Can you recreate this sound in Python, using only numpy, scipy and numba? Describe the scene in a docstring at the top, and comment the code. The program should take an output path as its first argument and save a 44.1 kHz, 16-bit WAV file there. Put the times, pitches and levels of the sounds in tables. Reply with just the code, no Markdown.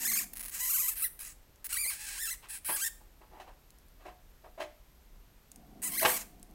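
"""Two small hamsters fight in a wire cage with a plastic tray, over the low rumble of a quiet room.
They cry out at once as the bars hum. Each cry is a train of sharp pulses from the vocal folds, a rough
rasp that mostly breaks into wavering squeals; slow, dry creaks lead into some. From 3 s the voices rest,
bodies bump the tray and claws tick. At 5.5 s climbing feet set the bars humming again, and near 6 s come
a last burst of cries and the hardest bumps, then a few more ticks."""
import sys
import numpy as np
from scipy import signal
from scipy.fft import rfft, irfft
from scipy.io import wavfile
from scipy.ndimage import uniform_filter1d
from numba import njit

SR = 44100
rng = np.random.default_rng(int(sys.argv[2]) if len(sys.argv) > 2 else 0)


def generate_wav(signal):
    """Clip the signal to [-1, 1] and save it as 16-bit WAV at the path in sys.argv[1]."""
    frames = np.transpose(np.atleast_2d(signal))
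    scaled = np.clip(frames, -1, 1) * 32767
    pcm = np.round(scaled).astype(np.int16)
    wavfile.write(sys.argv[1], SR, pcm)


N = 288590
TIME = np.arange(N) / SR


def undb(db):
    """Decibels to gain."""
    return 10 ** (np.asarray(db) / 20)


def unit(x):
    """Scale to rms 1."""
    return x / np.sqrt(np.mean(x ** 2))


def curves(table):
    """Each column of a table joined by straight lines in time."""
    times, *columns = np.transpose(table)
    return [np.interp(TIME, np.sort(times), column) for column in columns]


def fade(t, t60):
    """Exponential ring-down, 60 dB in t60 seconds."""
    return np.exp(-np.log(1000) * t / t60)


def add(out, start_s, x):
    """Mix x into out at start_s."""
    i = int(start_s * SR)
    out[i:i + len(x)] += x[:N - i]


def colour(x, points):
    """EQ x with a curve of (f/Hz, level/dB) points; rms 1."""
    hz, db = np.transpose(points)
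    f = np.arange(len(x) // 2 + 1) * SR / len(x)
    gain = undb(np.interp(np.log(f + 1), np.log(hz), db))
    return unit(irfft(rfft(x) * gain, len(x)))


@njit
def svf(x, hz, width_hz):
    """State-variable band-pass whose centre can move every sample."""
    y, band_state, low_state = np.empty(len(x)), 0., 0.
    for i in range(len(x)):
        g = np.tan(np.pi * hz[i] / SR)
        damping = np.pi * width_hz / SR * (1 + g * g) / g
        band = (band_state + g * (x[i] - low_state)) / (1 + g * (g + damping))
        band_state = 2 * band - band_state
        low_state += 2 * g * band
        y[i] = damping * band
    return y


def resonance(x, hz, width_hz):
    """A resonance that keeps the power of a white input."""
    return svf(x + 1e-18, hz + np.zeros(len(x)), float(width_hz)) * np.sqrt(SR / np.pi / width_hz)


def steep_resonance(x, hz, width_hz):
    """A resonance applied twice: a round top and dark skirts."""
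    return np.sqrt(2) * svf(resonance(x, hz, width_hz), hz + np.zeros(len(x)), float(width_hz))


def reflections(x, db, t60, delay_s):
    """A dense, decaying cloud of echoes after a pre-delay."""
    t = TIME[:SR]
    response = rng.standard_normal(len(t)) * fade(t, t60) * (t > delay_s)
    return undb(db) * signal.fftconvolve(x, response / np.linalg.norm(response))[:N]


# EQ of the room tone: f/Hz, relative level/dB
ROOM_EQ = [(15, -6), (35, 9.5), (110, -10.5), (1500, -24), (16000, -35)]


def room_tone(room_db=-58, whine_hz=13000, whine_db=-75):
    """A bed of low rumble, faint hiss and a thin electronic whine."""
    whine = unit(resonance(rng.standard_normal(N), whine_hz, width_hz=230))
    return undb(room_db) * colour(rng.standard_normal(N), ROOM_EQ) + undb(whine_db) * whine


# modes of the bars: f/Hz, relative level/dB
BAR_MODES = [(178, -11), (215, 0.5), (272, -9), (711, -5.5)]
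# how hard the feet shake the bars: t/s, relative level/dB
BAR_SHAKE = [(.15, -57.5), (.9, -85.5), (5.4, -113), (5.55, -63), (5.95, -53.5), (6.3, -63.5)]


def bar_hum(trim_db=-18.5):
    """Scrabbling feet keep the narrow modes of the wire cage humming."""
    shake_db, = curves(BAR_SHAKE)
    feet = rng.standard_normal(N) * undb(shake_db)
    hum = sum(undb(db) * resonance(resonance(feet, hz, 163), hz, 73) for hz, db in BAR_MODES)
    return undb(trim_db) * hum


# claws on tray and bars: t/s, level/dB
CLAW_TICKS = [(1.559, -51), (3.7047, -43.5), (3.786, -50.5), (3.8843, -55), (5.517, -40.5), (5.5598, -39.5),
              (6.397, -49), (6.429, -39.5), (6.511, -50.5)]


def claw_ticks(t60=.0067):
    """Each claw strike is a tiny, dry burst of bright noise."""
    out, t = np.zeros(N), TIME[:SR // 20]
    for start, db in CLAW_TICKS:
        burst = rng.standard_normal(len(t)) * fade(t, t60)
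        add(out, start, undb(db) * resonance(burst, hz=9050, width_hz=4500))
    return out


# EQ of the tray's dense knock: f/Hz, relative level/dB
KNOCK_EQ = [(90, -21), (340, -8), (520, -5.5), (820, 0), (1400, -8.5), (2200, -10.5), (4500, -23),
            (15000, -36.5)]
# modes of the tray's hollow ring: f/Hz, relative level/dB
RING_MODES = [(318, -0.5), (374, 0), (503, -3), (598, -2), (652, 1.5), (725, -1), (770, -1.5), (860, -3.5),
              (1060, -12)]
# bodies and feet on the tray: t/s, level/dB, scuffle length/s, tilt/(dB per octave),
# relative ring level/dB, f/Hz that rings most at that spot
TRAY_BUMPS = [(1.85, -59, 0.031, -3, -21, 700), (2.418, -56.5, 0.05, 5.5, -15, 805),
              (2.682, -39, 0.035, 2.5, -10, 860), (3.005, -64, 0.02, -4, -6, 804),
              (3.204, -60, 0.04, -3.5, -10, 836), (3.3, -57, 0.1, -3.5, -6, 820),
              (3.397, -48.5, 0.025, 3.5, -1, 750), (3.46, -54, 0.049, -2, -7, 790),
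              (3.99, -62.5, 0.062, 0, -9, 725), (4.047, -47, 0.047, -0.5, -4.5, 722),
              (4.437, -53.5, 0.036, -4, -6, 690), (4.575, -46.5, 0.027, -2, -2.5, 644),
              (4.595, -37, 0.037, 5, 4, 628), (6.009, -31.5, 0.073, 1.5, 0, 650),
              (6.049, -25, 0.016, 4, -9.5, 520)]


def tray_bumps(knock_t60=.36, ring_t60=.25, off_spot_db=-16, crunch_db=3, softness=4):
    """A blow and a short grainy scuffle shake the plastic tray, which rings on; soft hits are duller."""
    out, t = np.zeros(N), TIME[:SR // 2]
    for start, db, length, tilt_db, ring_db, spot_hz in TRAY_BUMPS:
        scuffle = np.exp(-(t / length) ** 2)
        grain = undb(crunch_db * unit(uniform_filter1d(rng.standard_normal(len(t)), size=100)))
        knock = colour(rng.standard_normal(len(t)), KNOCK_EQ)
        knock *= scuffle * grain + .5 * fade(t, knock_t60)
        ring = np.zeros(len(t))
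        for hz, mode_db in RING_MODES:
            off_spot = min(abs(hz - spot_hz) / 110, 1)
            ring += undb(mode_db + off_spot_db * off_spot) * np.sin(2 * np.pi * (hz * t + rng.random()))
        bump = unit(knock) + 2 * undb(ring_db) * unit(ring * fade(t, ring_t60))
        bump = colour(bump, [(700, 0), (2800, 2 * tilt_db)])
        attack = (1 - np.exp(-t / (softness * length ** 2))) ** 2  # long scuffles build up slowly
        bump *= attack * (1 - t / t[-1])
        add(out, start, undb(db) * bump / np.std(bump[:SR // 25]))  # the first 40 ms set the level
    return out


# throat and mouth resonances while creaking: f/Hz, width/Hz, relative level/dB
CREAK_FORMANTS = [(2190, 920, -10.5), (5000, 5300, -9), (10570, 2200, 1.5)]
# dry creaks between cries: t/s, length/s, snap rate/Hz, level/dB, flutter length/s, top resonance/dB
VOICE_CREAKS = [(0.3343, .008, 140, -41.5, 0.0027, 5), (.356, 0.0323, 297, -44, 0.00044, -4),
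                (0.395, 0.024, 620, -40.5, 0.00072, -4), (0.428, 0.074, 210, -43.5, 0.0019, -3),
                (1.192, 0.09, 200, -45.5, .004, -9), (1.644, 0.0243, 420, -38.5, 0.002, 3.5)]


def voice_creaks(top_hz=14600, flutter_hz=900, scatter=.3):
    """Slack folds snap open at uneven intervals; each snap is one dry click or a short flutter."""
    out = np.zeros(N)
    for start, length, rate, db, flutter_s, top_db in VOICE_CREAKS:
        gaps, sizes = np.exp(scatter * rng.standard_normal((2, 40)))
        snaps = (np.cumsum(gaps) - gaps[0]) / rate
        flutter = np.arange(1 + int(flutter_s * flutter_hz)) / flutter_hz
        clicks = np.zeros(SR // 8)
        for snap, size in zip(snaps[snaps < length], sizes):
            click_s = snap + flutter * np.exp(scatter * rng.standard_normal())
            clicks[(click_s * SR).astype(int)] += size
        voice = sum(undb(level) * resonance(clicks, hz, width) for hz, width, level in CREAK_FORMANTS)
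        voice += undb(top_db) * resonance(clicks, top_hz, width_hz=2000)
        add(out, start, undb(db) * voice * np.sqrt(length * SR / np.sum(voice ** 2)))
    return out


# brief strains within a cry: centre t/s, length/s, target f/Hz, level over the rasp/dB, hoarseness/0-1
SQUEAL_ARCHES = [(0.059, 0.014, 1942, 4, 0.86), (0.088, 0.023, 2233, 1.5, 0.43),
                 (0.107, 0.017, 2206, 2.5, 0.31), (0.143, 0.025, 2235, 3, 0.54),
                 (0.18, 0.019, 2612, 4.5, 0.4), (0.195, 0.016, 2120, 3, 0.4),
                 (0.229, 0.016, 1990, 2.5, 0.74), (0.551, 0.017, 955, 5.5, 0.53),
                 (0.709, 0.025, 1359, 2.5, 0.53), (0.754, 0.023, 1606, 2, 0.56),
                 (0.803, 0.019, 1324, 2.5, 0.48), (0.89, 0.019, 1316, 5.5, 0.41),
                 (1.032, 0.023, 1398, 6.5, 0.72), (1.048, 0.015, 2060, 10, 0.79),
                 (1.064, 0.01, 2350, 7, 0.48), (1.737, 0.024, 1454, 5, 0.87), (1.773, 0.024, 1977, 3, 0.6),
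                 (1.812, 0.062, 2385, 3, 0.3), (1.856, 0.033, 2057, 3, 0.31), (1.888, 0.034, 2415, 4, 0.29),
                 (2.195, 0.024, 1690, 1.5, 0.6), (2.22, 0.025, 1899, 2.5, 0.92),
                 (2.251, 0.038, 1742, 3, 0.84), (2.284, 0.026, 1355, 3, 0.43),
                 (2.321, 0.042, 2017, 4.5, 0.31), (2.744, 0.049, 1660, 1.5, 0.95),
                 (2.842, 0.054, 1840, 5, 0.55), (2.877, 0.012, 2102, 8.5, 0.29),
                 (5.988, 0.026, 2380, 7.5, 0.24), (6.023, 0.026, 2086, 5.5, 0.55),
                 (6.107, 0.026, 2016, 2.5, 0.46)]


def squeal_curves(edge_s=.01):
    """Squeals are arches of strain that merge; gives curves of strain, pitch, lift and hoarseness."""
    centre, length, hz, db, hoarse = np.transpose(SQUEAL_ARCHES)
    t = TIME[::32]
    hoarse = np.clip(hoarse, 0, 1)
    # short squeals are round; long or hoarse ones hold flat and break off abruptly
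    squareness = length / edge_s * (1 + hoarse)
    distance = np.minimum(np.abs(2 * (t[:, None] - centre) / length), 10)
    arches = .5 ** (distance ** squareness) + 1e-18
    total = arches.sum(axis=1)
    blends = [arches @ column / total for column in (hz, db, hoarse)]
    return [np.interp(TIME, t, curve) for curve in (np.minimum(total, 1), *blends)]


def effort(live, cry, squeals):
    """Pulse rate, gain, hoarseness and air leak of a cry: a swelling rasp lifted by cracking squeals."""
    attack_s, swell_db = .014, 5
    slack_octaves, slack_db = .45, -6.5  # without effort the folds are slower and weaker
    cracks_per_s, crack_octaves, crack_db, cling = 130, .45, 1.2, .6
    start, length, release, rasp_hz, rasp_db, breath, *_ = cry
    strain, squeal_hz, squeal_db, squeal_hoarse = (curve[live] for curve in squeals)
    t = TIME[live] - start
    slack = 1 - np.clip(np.minimum(t / attack_s, (length - t) / release), 0, 1)
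    rasp = rasp_hz * 2 ** (-slack_octaves * slack)
    glide = rasp + strain * (squeal_hz - rasp)
    # between two cracks the folds cling to one pitch and force, and may turn hoarse
    stretch = np.cumsum(rng.random(len(t)) < cracks_per_s / SR)
    held = np.bincount(stretch, glide)[stretch] / np.bincount(stretch)[stretch]
    jump, force = rng.standard_normal((len(t), 2))[stretch].T
    hoarse_odds = breath + strain * (squeal_hoarse ** 2 / 2 - breath)
    hoarse = rng.random(len(t))[stretch] < hoarse_odds
    hz = (glide + cling * (held - glide)) * 2 ** (crack_octaves * breath * jump)
    swell = np.sin(np.pi * t / length) - 2 / np.pi
    db = rasp_db + slack_db * slack + swell_db * swell + strain * squeal_db + crack_db * force
    fade_out = np.sqrt(np.clip(2 * (length - t) / release, 0, 1))
    leak = 1 - strain / 2  # taut folds leak less air
    return hz, undb(db) * fade_out, hoarse, leak


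def fold_pulses(cry, squeals):
    """Uneven closures of the vocal folds, each with a puff of air: the drive for throat and mouth."""
    wander, jitter, shimmer_db, hoarse_scatter = .6, .3, 10, .055
    open_share, turbulence, throat_air = .63, 1.7, .42
    start, length, _, rasp_hz, _, breath, *_ = cry
    live = np.flatnonzero((TIME >= start) & (TIME <= start + length))
    hz, gain, hoarse, leak = effort(live, cry, squeals)
    # slack, slow folds rasp; taut, fast ones squeal cleanly until they break
    rough = .003 + .12 / (1 + (hz / 820) ** 3) + hoarse_scatter * hoarse
    quiver = .018 * unit(resonance(rng.standard_normal(len(live)), hz=60, width_hz=70))
    phase = np.cumsum(hz * (1 + quiver)) / SR
    cycles = np.arange(int(phase[-1]) + 2)
    drift, slip, force = rng.standard_normal((len(cycles), 3)).T
    uneven = np.interp(cycles, phase, rough)
    closure_phase = cycles + .5 + np.cumsum(wander * uneven * drift) + jitter * uneven * slip
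    closures = np.interp(closure_phase, phase, live)
    # the force swells and sags over a few cycles; strong and weak closures alternate now and then
    surge_db = uniform_filter1d(force, size=9) * (2 + 3 * (-1) ** cycles)
    push = undb(shimmer_db * uneven * force + surge_db)
    size = np.sqrt(SR / np.interp(closures, live, hz)) * push * (closure_phase < phase[-1])
    # windowed sincs place the closures between samples
    taps = closures.astype(int)[:, None] + np.arange(-7, 9)
    lag = taps - closures[:, None]
    train, puffs = np.zeros((2, N))
    np.add.at(train, np.abs(taps), size[:, None] * np.sinc(lag) * np.cos(np.pi * lag / 16) ** 2)
    since_closure = np.interp(live, np.sort(closures), cycles) % 1
    puffs[live] = unit(np.exp(-since_closure / open_share)) * rng.standard_normal(len(live))
    # rough and breathy stretches turn to turbulence, more in the mouth than in the throat
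    air = np.interp(TIME, TIME[live], turbulence * leak * (6 * rough + breath * rasp_hz / hz))
    at_throat = train + throat_air * air * puffs
    at_mouth = (train + air * puffs) / np.hypot(1, air)
    return np.array([at_throat, at_mouth]) * np.interp(TIME, TIME[live], gain)


def mouth_shape(cries, wobble=.035, wobble_hz=10):
    """The mouth holds a shape through the middle half of a cry, then glides on; its resonance wobbles."""
    holds = [(start + length * share, *rest[-3:])
             for start, length, *rest in cries for share in (.25, .75)]
    mouth_hz, upper_db, throat_db = curves(holds)
    jaw = wobble * unit(resonance(rng.standard_normal(N), wobble_hz, 2 * wobble_hz))
    return mouth_hz * (1 + jaw), upper_db, throat_db


# the cries: t/s, length/s, release/s, rasp f/Hz, relative level/dB, breathiness/0-1,
# mouth resonance f/Hz, upper resonance level/dB, throat level/dB
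HAMSTER_CRIES = [(0, 0.25, 0.059, 1001, -35.5, 0.22, 7080, 1.5, -4),
                 (0.509, 0.093, 0.024, 424.5, -44.5, 0.01, 7450, -2.5, -6),
                 (0.59, 0.36, 0.053, 998.4, -33, 0.12, 7000, 7.5, -6),
                 (0.955, 0.13, 0.022, 824, -37, 0.23, 9770, -3, -12.5),
                 (1.223, 0.12, 0.058, 654, -50.5, 0.1, 7550, -16, -7.5),
                 (1.692, 0.27, 0.029, 800, -38.5, 0.02, 8710, -9, -6),
                 (1.914, 0.35, 0.015, 821.3, -48, 0.14, 8160, -10.5, -1.5),
                 (2.166, 0.2, 0.053, 871, -43.5, 0.04, 7670, -2.5, -3),
                 (2.486, 0.11, 0.037, 848, -42.5, 0.15, 9100, -22, -9.5),
                 (2.646, 0.14, 0.039, 802, -34, 0.01, 10300, -14, -13),
                 (2.731, 0.16, 0.018, 1122, -41.5, 0.14, 7600, -2.5, -3),
                 (5.819, 0.09, 0.03, 1080, -35, 0.41, 8600, -11, -14),
                 (5.889, 0.23, 0.025, 1108, -38.5, 0.15, 8940, 3, -2.5),
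                 (6.053, 0.13, 0.0087, 1049, -34.5, 0.19, 8000, 4, -2.5),
                 (6.176, 0.063, 0.062, 825, -42.5, 0.04, 7100, -0.5, -2)]


def hamster_cries(trim_db=-1.06, low_cut_hz=680):
    """The pulses ring two throat resonances, two moving ones of the tiny mouth and a shrill top one."""
    mouth_hz, upper_db, throat_db = mouth_shape(HAMSTER_CRIES)
    upper_hz = 9340 + .44 * mouth_hz
    top_db = -2 + .3 * upper_db
    squeals = squeal_curves()
    at_throat, at_mouth = sum(fold_pulses(cry, squeals) for cry in HAMSTER_CRIES)
    throat = resonance(at_throat, 2162, 1130) + undb(2) * resonance(at_throat, 5080, 3600)
    mouth = steep_resonance(at_mouth, mouth_hz, 4100)
    upper = resonance(at_mouth, upper_hz, 1260)
    top = steep_resonance(at_mouth, 15000, 2600)
    voice = undb(throat_db) * throat + mouth - undb(upper_db) * upper + undb(top_db) * top
    voice = signal.sosfilt(signal.butter(2, low_cut_hz, "high", fs=SR, output="sos"), voice)
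    return undb(trim_db) * voice / np.sqrt(1 + undb(upper_db) ** 2 + undb(top_db) ** 2)


def scene():
    """The fight, reflected by tray walls and room, over bar hum and room tone; mono."""
    fight = hamster_cries() + voice_creaks() + tray_bumps() + claw_ticks()
    tray_walls = reflections(fight, db=-9, t60=.03, delay_s=.0005)
    room = reflections(fight, db=-14, t60=.38, delay_s=.006)
    return (fight + tray_walls + room + bar_hum() + room_tone())[None]


def record(dry, high_cut_hz=15900):
    """A steep low-pass takes off the very top."""
    return signal.sosfilt(signal.ellip(10, .2, 70, high_cut_hz, fs=SR, output="sos"), dry)


dry = scene()
out = record(dry)
generate_wav(out)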